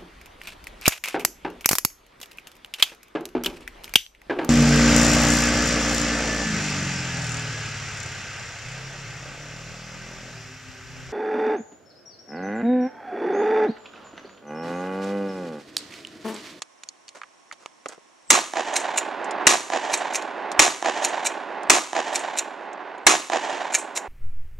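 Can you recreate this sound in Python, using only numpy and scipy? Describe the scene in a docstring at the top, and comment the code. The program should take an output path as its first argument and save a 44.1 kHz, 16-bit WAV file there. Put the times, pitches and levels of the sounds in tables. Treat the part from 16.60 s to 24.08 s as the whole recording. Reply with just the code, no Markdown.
"""Pump-action shotgun in a forest clearing

A shotgun is shouldered and fired five times, and racked after each shot: filtered noise bursts ring steel modes.
Each blast is a low push under a noise crack; nearby brush scatters it as a fading spray of clumped noise.
A quarter second later the far tree line answers with a long rolling echo of shaped noise.
An automatic gain control ducks at every blast and creeps back up, which holds the echo up."""
import sys
import numpy as np
from scipy import signal
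from scipy.fft import rfft, irfft, next_fast_len
from scipy.io import wavfile
from scipy.ndimage import uniform_filter1d, map_coordinates

SR = 44100
rng = np.random.default_rng(int(sys.argv[2]) if len(sys.argv) > 2 else 0)


def store_pcm(level_fs):
    """Save levels as 16-bit WAV."""
    pcm = np.round(np.clip(level_fs, -1, 1) * 32767).astype(np.int16)
    wavfile.write(sys.argv[1], SR, np.atleast_2d(pcm).T)


N = 329823  # length in samples


def amp(db):
    """Level to gain: 20 dB is a factor of ten in pressure."""
    return 10 ** (np.asarray(db) / 20)


def seconds(length):
    """A time axis of a given length in seconds, sampled uniformly."""
    return np.arange(int(length * SR)) / SR


def along(points, hz):
    """(f/Hz, value) points interpolated on a logarithmic frequency axis."""
    f, v = np.transpose(points)
    return np.interp(np.log(hz + 1), np.log(f + 1), v)


def envelope(t, rise, hold, fade_db):
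    """Linear rise, plateau, then exponential decay by fade_db a second."""
    return np.clip(t / rise, 0, 1) * amp(-fade_db * np.maximum(t - rise - hold, 0))


def colour(x, gain_db, size=4096):
    """Minimum-phase filter of unit energy: folding the cepstrum makes the dB curve gain_db(f) causal."""
    magnitude = amp(gain_db(np.fft.rfftfreq(size, 1 / SR)))
    cepstrum = irfft(np.log(magnitude + 1e-6))
    half = size // 2
    causal = 2 * cepstrum[:half] * (np.arange(half) > 0)
    kernel = irfft(np.exp(rfft(causal, size)))[:half]
    kernel = kernel / np.linalg.norm(kernel)
    return signal.fftconvolve(np.atleast_2d(x), kernel[None], axes=1)[:, :x.shape[-1]]


def shaped(x, spectrum):
    """Spectral shaping of x by a (f/Hz, level/dB) table."""
    return colour(x, lambda hz: along(spectrum, hz))


def noise(t, alike):
    """Partial coherence: two white noises mixed to the given correlation."""
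    a, b = rng.standard_normal((2, len(t)))
    turn = np.arccos(np.clip(alike, -1, 1)) / 2
    return np.cos(turn) * a + np.sin(turn) * np.array([b, -b])


def spread(t, likeness):
    """Frequency-dependent coherence: two white noises correlated by a (f/Hz, correlation) table."""
    hz = np.fft.rfftfreq(len(t), 1 / SR)
    turn = np.arccos(np.clip(along(likeness, hz), -1, 1)) / 2
    spectra = rfft(rng.standard_normal((2, len(t))))
    mid, side = irfft(spectra * [np.cos(turn), np.sin(turn)], len(t))
    return np.array([mid + side, mid - side])


def grain(t, rate, depth_db):
    """Random amplitude modulation of mean power near 1, clumping noise into separate arrivals."""
    steps = rng.standard_normal(int(t[-1] * rate) + 4)
    gain = amp(depth_db * map_coordinates(steps, [t * rate]))
    power = uniform_filter1d(gain ** 2, size=2048)
    return gain / np.sqrt(np.abs(power) + 1e-9)


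def pan(right_db):
    """Interchannel level difference: gains for a source louder on the right."""
    return amp([[-right_db / 2], [right_db / 2]])


def add(track, s, sound):
    """Superposition: mix a sound in at time s."""
    start = max(round(s * SR), 0)
    track[:, start:start + sound.shape[-1]] += sound[:, :N - start]


def air():
    """Stationary noise: partly coherent forest hush, with a faint tonal whine and a narrow-band whirr."""
    # hush spectrum: f/Hz, level/dB
    hush_spectrum = [(18, -53.5), (30, -34.5), (161, -15.5), (326, -5.5), (463, -12), (525, -6.5),
                     (960, -6), (1060, -4.5), (1260, -12), (1990, -12.5), (4790, -21.5), (5560, -21),
                     (6000, -17), (9430, -24.5), (12100, -40.5), (15800, -66.5), (22000, -120)]
    # left-right likeness of the hush: f/Hz, correlation
    hush_alike = [(60, -0.4), (350, -0.27), (2010, 0.26), (11700, 0.41)]
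    whirr_band = [(4700, -50), (5350, 0), (5800, 0), (6500, -50)]  # f/Hz, level/dB
    t = np.arange(N) / SR
    hush = amp(-56.5) * shaped(spread(t, hush_alike), hush_spectrum)
    whine = amp(-69) * np.sin(2 * np.pi * 1090 * t) * grain(t, rate=25, depth_db=3.0)
    flutter = noise(t, alike=.5) * grain(t, rate=60, depth_db=5)
    whirr = amp(-68) * shaped(flutter, whirr_band)
    return (hush + whine + whirr) * pan(right_db=2.5)


def ringing(t):
    """Modal decay: a blow excites the steel's modes at random phase and strength, near rms 1 at the start."""
    # modes of the receiver and magazine tube: f/Hz, mean level/dB, t60/s
    modes_table = [(1227, -3, 0.027), (2320, -1, 0.017), (3000, -9, 0.04), (3730, -6, 0.007),
                   (4400, -2, 0.036), (5770, -9, 0.037), (6460, -4, 0.037), (6500, -5.5, 0.036),
                   (6920, 4, 0.03), (7580, -2, 0.047), (9330, 3, .04)]
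    hz, db, t60 = np.transpose(modes_table)[:, :, None]
    size = amp(db + rng.normal(0, 3.515, db.shape))
    phase = rng.uniform(0, 2 * np.pi, db.shape)
    modes = size * amp(-60 * t / t60) * np.sin(2 * np.pi * hz * t + phase)
    return modes.sum(axis=0) / np.sqrt(np.sum(size ** 2) / 2)


def click(hz, octaves, t60):
    """Impact of a small gun part: impulse, rattle and modes pass through a broad resonance; peak 1."""
    t = seconds(0.34)
    snap = amp(8.5) * (t == 0) + noise(t, alike=0.58) * amp(-60 * t / 0.0062)
    rattle = amp(-4.0) * noise(t, alike=0.84) * amp(-60 * t / t60)
    ring = amp(-5.5) * ringing(t) * amp(-20 * t / t60)

    def body(f):
        """Resonance of the struck part: its skirts fall with distance in octaves, the top octave fades."""
        resonance = -11 * np.log2(1 + (np.log2((f + 1) / hz) / octaves) ** 2 / 2)
        return resonance - 6 * np.log2(1 + (f / 9000) ** 6)

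    sound = colour(snap + rattle + ring, body)
    return sound / np.abs(sound).max()


def handling():
    """Impact and friction: short clicks of steel and stock, and the rub of sleeve and stock on the jacket."""
    # clicks and knocks: t/s, peak level/dB, centre f/Hz, width/octaves, rattle t60/s
    clicks = [(.020, -16.5, 3200, 2.2, 0.028), (0.235, -25.5, 4800, 2, 0.026),
              (0.288, -20, 5200, 0.52, 0.024), (.481, -29, 4300, .9, .02), (.490, -24.5, 4800, 0.94, .025),
              (.616, -21.5, 1390, .7, 0.028), (.634, -26, 1420, 0.68, 0.037),
              (0.913, -22.5, 1560, 0.48, 0.016), (.925, -27, 1400, 2.3, .05),
              (1.060, -19.5, 1290, 1.5, 0.0092), (1.259, -20, 575, 1.1, 0.035),
              (1.285, -24, 8100, 0.56, 0.059), (1.379, -36, 350, 0.85, .025),
              (2.644, -12.5, 6800, .5, 0.069), (2.710, -5, 5800, 0.9, 0.039), (3.623, -5.5, 6900, 2, 0.028),
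              (3.917, -4, 6500, 2.1, 0.046), (5.033, -16.5, 7000, 0.78, .03),
              (6.131, -21, 6900, 0.36, .035), (6.381, -32, 7560, .4, .03)]
    # rubs: t/s, level/dB, length/s
    rubs = [(0.546, -43.5, 0.053), (0.994, -53, 0.1), (1.282, -44.5, 0.062), (1.315, -45, 0.043)]
    # cloth spectrum: f/Hz, level/dB
    cloth = [(59, -48), (100, -25), (398, -2.5), (1460, -4), (2620, -12), (3260, -14), (7720, -14),
             (12000, -34), (15600, -55.5), (22000, -120)]
    out, t = np.zeros((2, N)), seconds(0.67)
    for s, db, hz, octaves, t60 in clicks:
        add(out, s, amp(db) * click(hz, octaves, t60))
    for s, db, length in rubs:
        rub = 4 * t / length * np.exp(1 - 4 * t / length)  # peaks a quarter of the way in
        friction = noise(t, alike=0.76) * rub * grain(t, rate=412, depth_db=4.5)
        add(out, s, amp(db) * shaped(friction, cloth))
    return out


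def stroke(slide, slide_db):
    """Friction then impact: action bars scrape, the bolt catches, the slide hits its stop; all rings the steel."""
    # steel spectrum: f/Hz, level/dB
    steel_spectrum = [(530, -16), (900, -4.5), (1270, -12), (2040, -6), (2320, -2), (2950, -7.5),
                      (3280, -14.5), (3870, -2.5), (4810, -14.5), (5540, -4), (7110, -3), (7670, -3),
                      (9750, -13), (10300, -17), (12100, -18), (15800, -72), (22000, -120)]
    t = seconds(0.26)

    def steel(hz):
        """Radiation of the steel, weak below 300 Hz."""
        return along(steel_spectrum, hz) - 12 * np.log2(1 + (300 / (hz + 1)) ** 2)

    def strike(at, t60):
        """Sudden onset and exponential decay of one contact."""
        return (t >= at) * amp(-60 * np.abs(t - at) / t60)

    scrape = amp(slide_db) * (t < slide) * np.sqrt(t / slide) * grain(t, rate=1300, depth_db=8.5)
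    stop = amp(0.5) * strike(slide, t60=0.024)
    catch = amp(-8.5) * strike(slide - .006, t60=0.083)
    tail = amp(-25) * strike(slide, t60=0.36)
    clack = colour(noise(t, alike=1.0) * (scrape + stop + catch + tail), steel)
    modes = ringing(t)
    ring = signal.fftconvolve(clack, modes[None] / np.linalg.norm(modes), axes=1)[:, :len(t)]
    return clack + amp(-9) * ring


def pump():
    """Successive impacts: the slide comes back, the spent shell rings off the port, the slide goes home."""
    # racks: back stop t/s, level/dB, forward stop t/s, level/dB
    racks = [(2.164, 10, 2.3847, 1.5), (3.339, 9, 3.557, 1.5), (4.448, 7.5, 4.669, 1.5),
             (5.557, 7.5, 5.791, 1.5), (7.149, 8, 7.375, -3.5)]
    # the slide before each stop: length in s, level in dB relative to the stop
    back_slide_s, back_slide_db, forward_slide_s, forward_slide_db = 0.029, -17.5, 0.025, -5.5
    eject_s, eject_db = .036, -8  # delay after the back stop, level relative to it
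    out = np.zeros((2, N))
    for back, back_db, forward, forward_db in racks:
        add(out, back - back_slide_s, amp(back_db) * stroke(back_slide_s, back_slide_db))
        shell = click(hz=7840, octaves=0.27, t60=0.14)
        add(out, back + eject_s, amp(back_db + eject_db) * shell)
        add(out, forward - forward_slide_s, amp(forward_db) * stroke(forward_slide_s, forward_slide_db))
    return out * pan(right_db=1.0)


def forest():
    """Multiple reflection: the wood's answer to one blast; the trees stand still, so it serves every shot."""
    # stands of trees that send back a roll: t/s after the shot, level/dB, rise/s, hold/s, fade/(dB/s)
    stands = [(0.053, -3, 0.0046, 0.032, 315), (0.237, 1.5, 0.029, 0.028, 202), (0.303, -4, .07, 0.1, 32),
              (0.88, -18, 0.042, 0.28, 24)]
    # slaps of the biggest trunks, out of the roll: t/s after the shot, peak level/dB
    slap_table = [(0.041, 20), (.057, 22.5), (.074, 18), (.086, 17.5), (0.2337, 12.5), (.2675, 11.5),
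                  (0.2808, 12), (0.293, 14)]
    # nearer and distant echo spectra: f/Hz, level/dB
    echo = [(41, -77), (70, -47.5), (359, -7.5), (427, -14), (577, -7), (716, 1), (967, -3), (1280, -15.5),
            (1810, -8.5), (2100, -17.5), (2340, -14.5), (3670, -20), (4760, -25.5), (7010, -22.5),
            (12000, -53.5), (15600, -112.5), (22000, -120)]
    distant_spectrum = [(41, -99), (70, -57), (197, -17), (308, -5.5), (480, -7), (749, -1.5), (986, -3.5),
                        (1300, -11.5), (1510, -8), (2550, -15), (4070, -23.5), (5710, -34), (6350, -35),
                        (8350, -46.5), (11000, -54), (14300, -102), (22000, -120)]
    # treble balance left by the air on the longest paths: f/Hz, level/dB
    air_loss = [(1500, 2.5), (4000, -3.5), (7000, -5.5), (12000, -6)]
    t = seconds(2)
    power = sum((amp(db) * envelope(t - s, rise, hold, fade_db)) ** 2
                for s, db, rise, hold, fade_db in stands)
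    swell = np.sqrt(power)
    # later arrivals crowd together, so the roll gets smoother
    lumpy = np.interp(t, [.3, 1], [1, .5])
    arrivals = noise(t, alike=0.95) * grain(t, rate=220, depth_db=2.96 * lumpy)
    arrivals = arrivals * grain(t, rate=35, depth_db=2.0) * swell
    # longer paths lose their treble in air and needles
    far = np.interp(t, [.4, .85], [0, 1])
    farthest = np.interp(t, [.7, .95], [0, 1])
    dulled = shaped(arrivals * far * farthest, air_loss) * amp(-5.5)
    distant = arrivals * far * (1 - farthest) + dulled
    roll = shaped(arrivals * (1 - far), echo) + shaped(distant, distant_spectrum)
    slaps, u = np.zeros((2, N)), seconds(0.055)
    branches = rng.standard_normal((len(slap_table), 2, len(u)))
    for (delay, db), smear in zip(slap_table, branches):
        dull = np.interp(delay, [.29, .7], [0, 1])
        bark = lambda hz: (1 - dull) * along(echo, hz) + dull * along(distant_spectrum, hz)
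        # the trunk mirrors the wave front, its branches smear what follows
        twigs = (smear[0] + amp(-12.5) * smear[1] * [[1], [-1]]) * amp(-60 * u / 0.0072)
        slap = colour(amp(11.5) * (u == 0) + twigs, bark)
        add(slaps, delay, amp(db) * slap / np.abs(slap).max())
    return (roll + slaps[:, :len(t)]) * pan(right_db=1.0)


def muzzle_wave(t):
    """Impulsive gas release: a turbulent crack riding on one clean push of air below the crossover."""
    crossover_hz = 160
    split = lambda kind: signal.butter(2, crossover_hz, kind, fs=SR, output="sos")
    # a sharp rise, held up by its bounce off the ground, then a fast fade
    burst = envelope(t, rise=0.0014, hold=0.0065, fade_db=2799.5)
    rush = noise(t, alike=0.74) * burst
    push = amp(23) * (t == 0)  # relative to the rush
    return amp(23) * (signal.sosfilt(split("highpass"), rush) + signal.sosfilt(split("lowpass"), push))


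def shots():
    """Direct sound, scattering and echo: the muzzle wave, a spray from the brush, then the forest."""
    # shots: t/s, crack brightness/(dB/octave), echo level/dB, echo fade offset/(dB/s, positive fades faster)
    shot_table = [(1.7026, 3, -1.5, -5.5), (2.8678, 0, 0.5, -1.5), (3.9920, -1, 2.5, 2.5),
                  (5.0975, 0, 3.5, 6), (6.4660, 0, 4, 8)]
    # crack and near scatter spectra: f/Hz, level/dB
    blast = [(24, -52), (40, -19.5), (172, -21), (722, -3), (1080, -9), (1630, -3.5), (2070, -0.5),
             (2500, -2.5), (3410, -12), (4130, -7), (4660, -18.5), (5380, -5), (7340, -4.5), (11000, -19),
             (12100, -27.5), (15800, -65), (22000, -120)]
    near = [(35, -45), (60, -27.5), (233, -10.5), (325, 1), (463, -7), (738, -4), (1200, 3), (1340, -2.5),
            (1470, -5), (2240, -2.5), (3270, -6.5), (4170, -5), (4770, -9.5), (6800, -1.5), (12100, -23),
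            (15800, -66), (22000, -120)]
    # left-right likeness of the scatter from the brush: f/Hz, correlation
    brush_alike = [(60, 0.16), (140, 0.73), (350, 1), (840, 0.65), (2010, 0.55), (4850, 0.96),
                   (11700, 0.68)]
    thicket_s, db_per_doubling = 0.052, 13.5  # delay to the thicket's edge, loss per doubled delay beyond
    brush_rise_s, needles_db_per_s = 0.0033, 6.5  # the needles absorb on the way
    clearing_s = .23  # round trip to the edge of the clearing
    out, t, u = np.zeros((2, N)), seconds(2), seconds(0.97)
    answer, still_twigs = forest(), spread(u, brush_alike)
    # scatter is even out to the edge of the thicket, then weakens
    spreading = amp(db_per_doubling * np.log2((u + 1 / SR) / thicket_s))
    spray = amp(14.5) * np.minimum(u / brush_rise_s, 1) / np.hypot(1, spreading)
    spray = spray * amp(-needles_db_per_s * u)
    for s, bright_db, echo_db, fade_db in shot_table:
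        crack = lambda hz: along(blast, hz) + bright_db * np.log2(hz + 1)
        add(out, s, colour(muzzle_wave(u), crack))
        # the muzzle shifts a little between shots, so only half of the near scatter repeats
        twigs = (still_twigs + spread(u, brush_alike)) / np.sqrt(2)
        add(out, s, shaped(twigs * grain(u, rate=680, depth_db=2.0) * spray, near))
        # each shot's echo level comes in gradually over the round trip
        echo_gain_db = echo_db * np.minimum(t / clearing_s, 1) - fade_db * t
        add(out, s, answer * amp(echo_gain_db))
    return out


def microphone(x):
    """Interchannel level and phase: two ports hear the same sound unequally and slightly out of step."""
    # sensitivity of the left port against the right: f/Hz, level/dB
    balance = [(60, 10), (150, -4.5), (500, -4), (1500, -3), (4000, -1.1), (8000, 0), (12000, -2)]
    # phase by which the left port leads the right: f/Hz, phase/rad
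    ports = [(0, 0), (260, 0.65), (4740, -0.4), (7670, 1), (8350, -1.37), (10600, -0.83), (11800, -1.3)]
    m = next_fast_len(N + 8192)
    hz = np.fft.rfftfreq(m, 1 / SR)
    # half of each difference goes to either side
    left = amp(along(balance, hz) / 2) * np.exp(1j * along(ports, hz) / 2)
    return irfft(rfft(x, m) * np.array([left, 1 / left]), m)[:, :N]


def scene():
    """Superposition of the gun and its echoes, heard through the two ports, over the quiet air."""
    return microphone(shots() + pump() + handling()) + air()


def gain_control(x, threshold_db, slope, release_db):
    """Compression: gain falls quickly on a loud sound and returns at release_db a second."""
    power = uniform_filter1d(np.mean(x ** 2, axis=0), size=200)
    level_db = 10 * np.log10(np.abs(power) + 1e-12)
    ramp = release_db * np.arange(N) / SR
    wanted_db = slope * np.maximum(level_db - threshold_db, 0)
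    # a running maximum on a rising ramp holds each cut and releases it linearly in dB
    cut_db = np.maximum.accumulate(wanted_db + ramp) - ramp
    return x * amp(-uniform_filter1d(cut_db, size=40))


def low_pass(x, top_hz):
    """Band limiting: a steep zero-phase cut above top_hz."""
    m = next_fast_len(N + 8192)
    hz = np.fft.rfftfreq(m, 1 / SR)
    return irfft(rfft(x, m) / (1 + (hz / top_hz) ** 80), m)[:, :N]


def record(dry):
    """Compression and overload: peaks past full scale clip, adding a little fizz above the first band limit."""
    held = gain_control(low_pass(dry, top_hz=12400), threshold_db=-13, slope=0.78, release_db=12)
    return low_pass(np.clip(held, -1, 1), top_hz=16000)


dry = scene()
out = record(dry)
store_pcm(out)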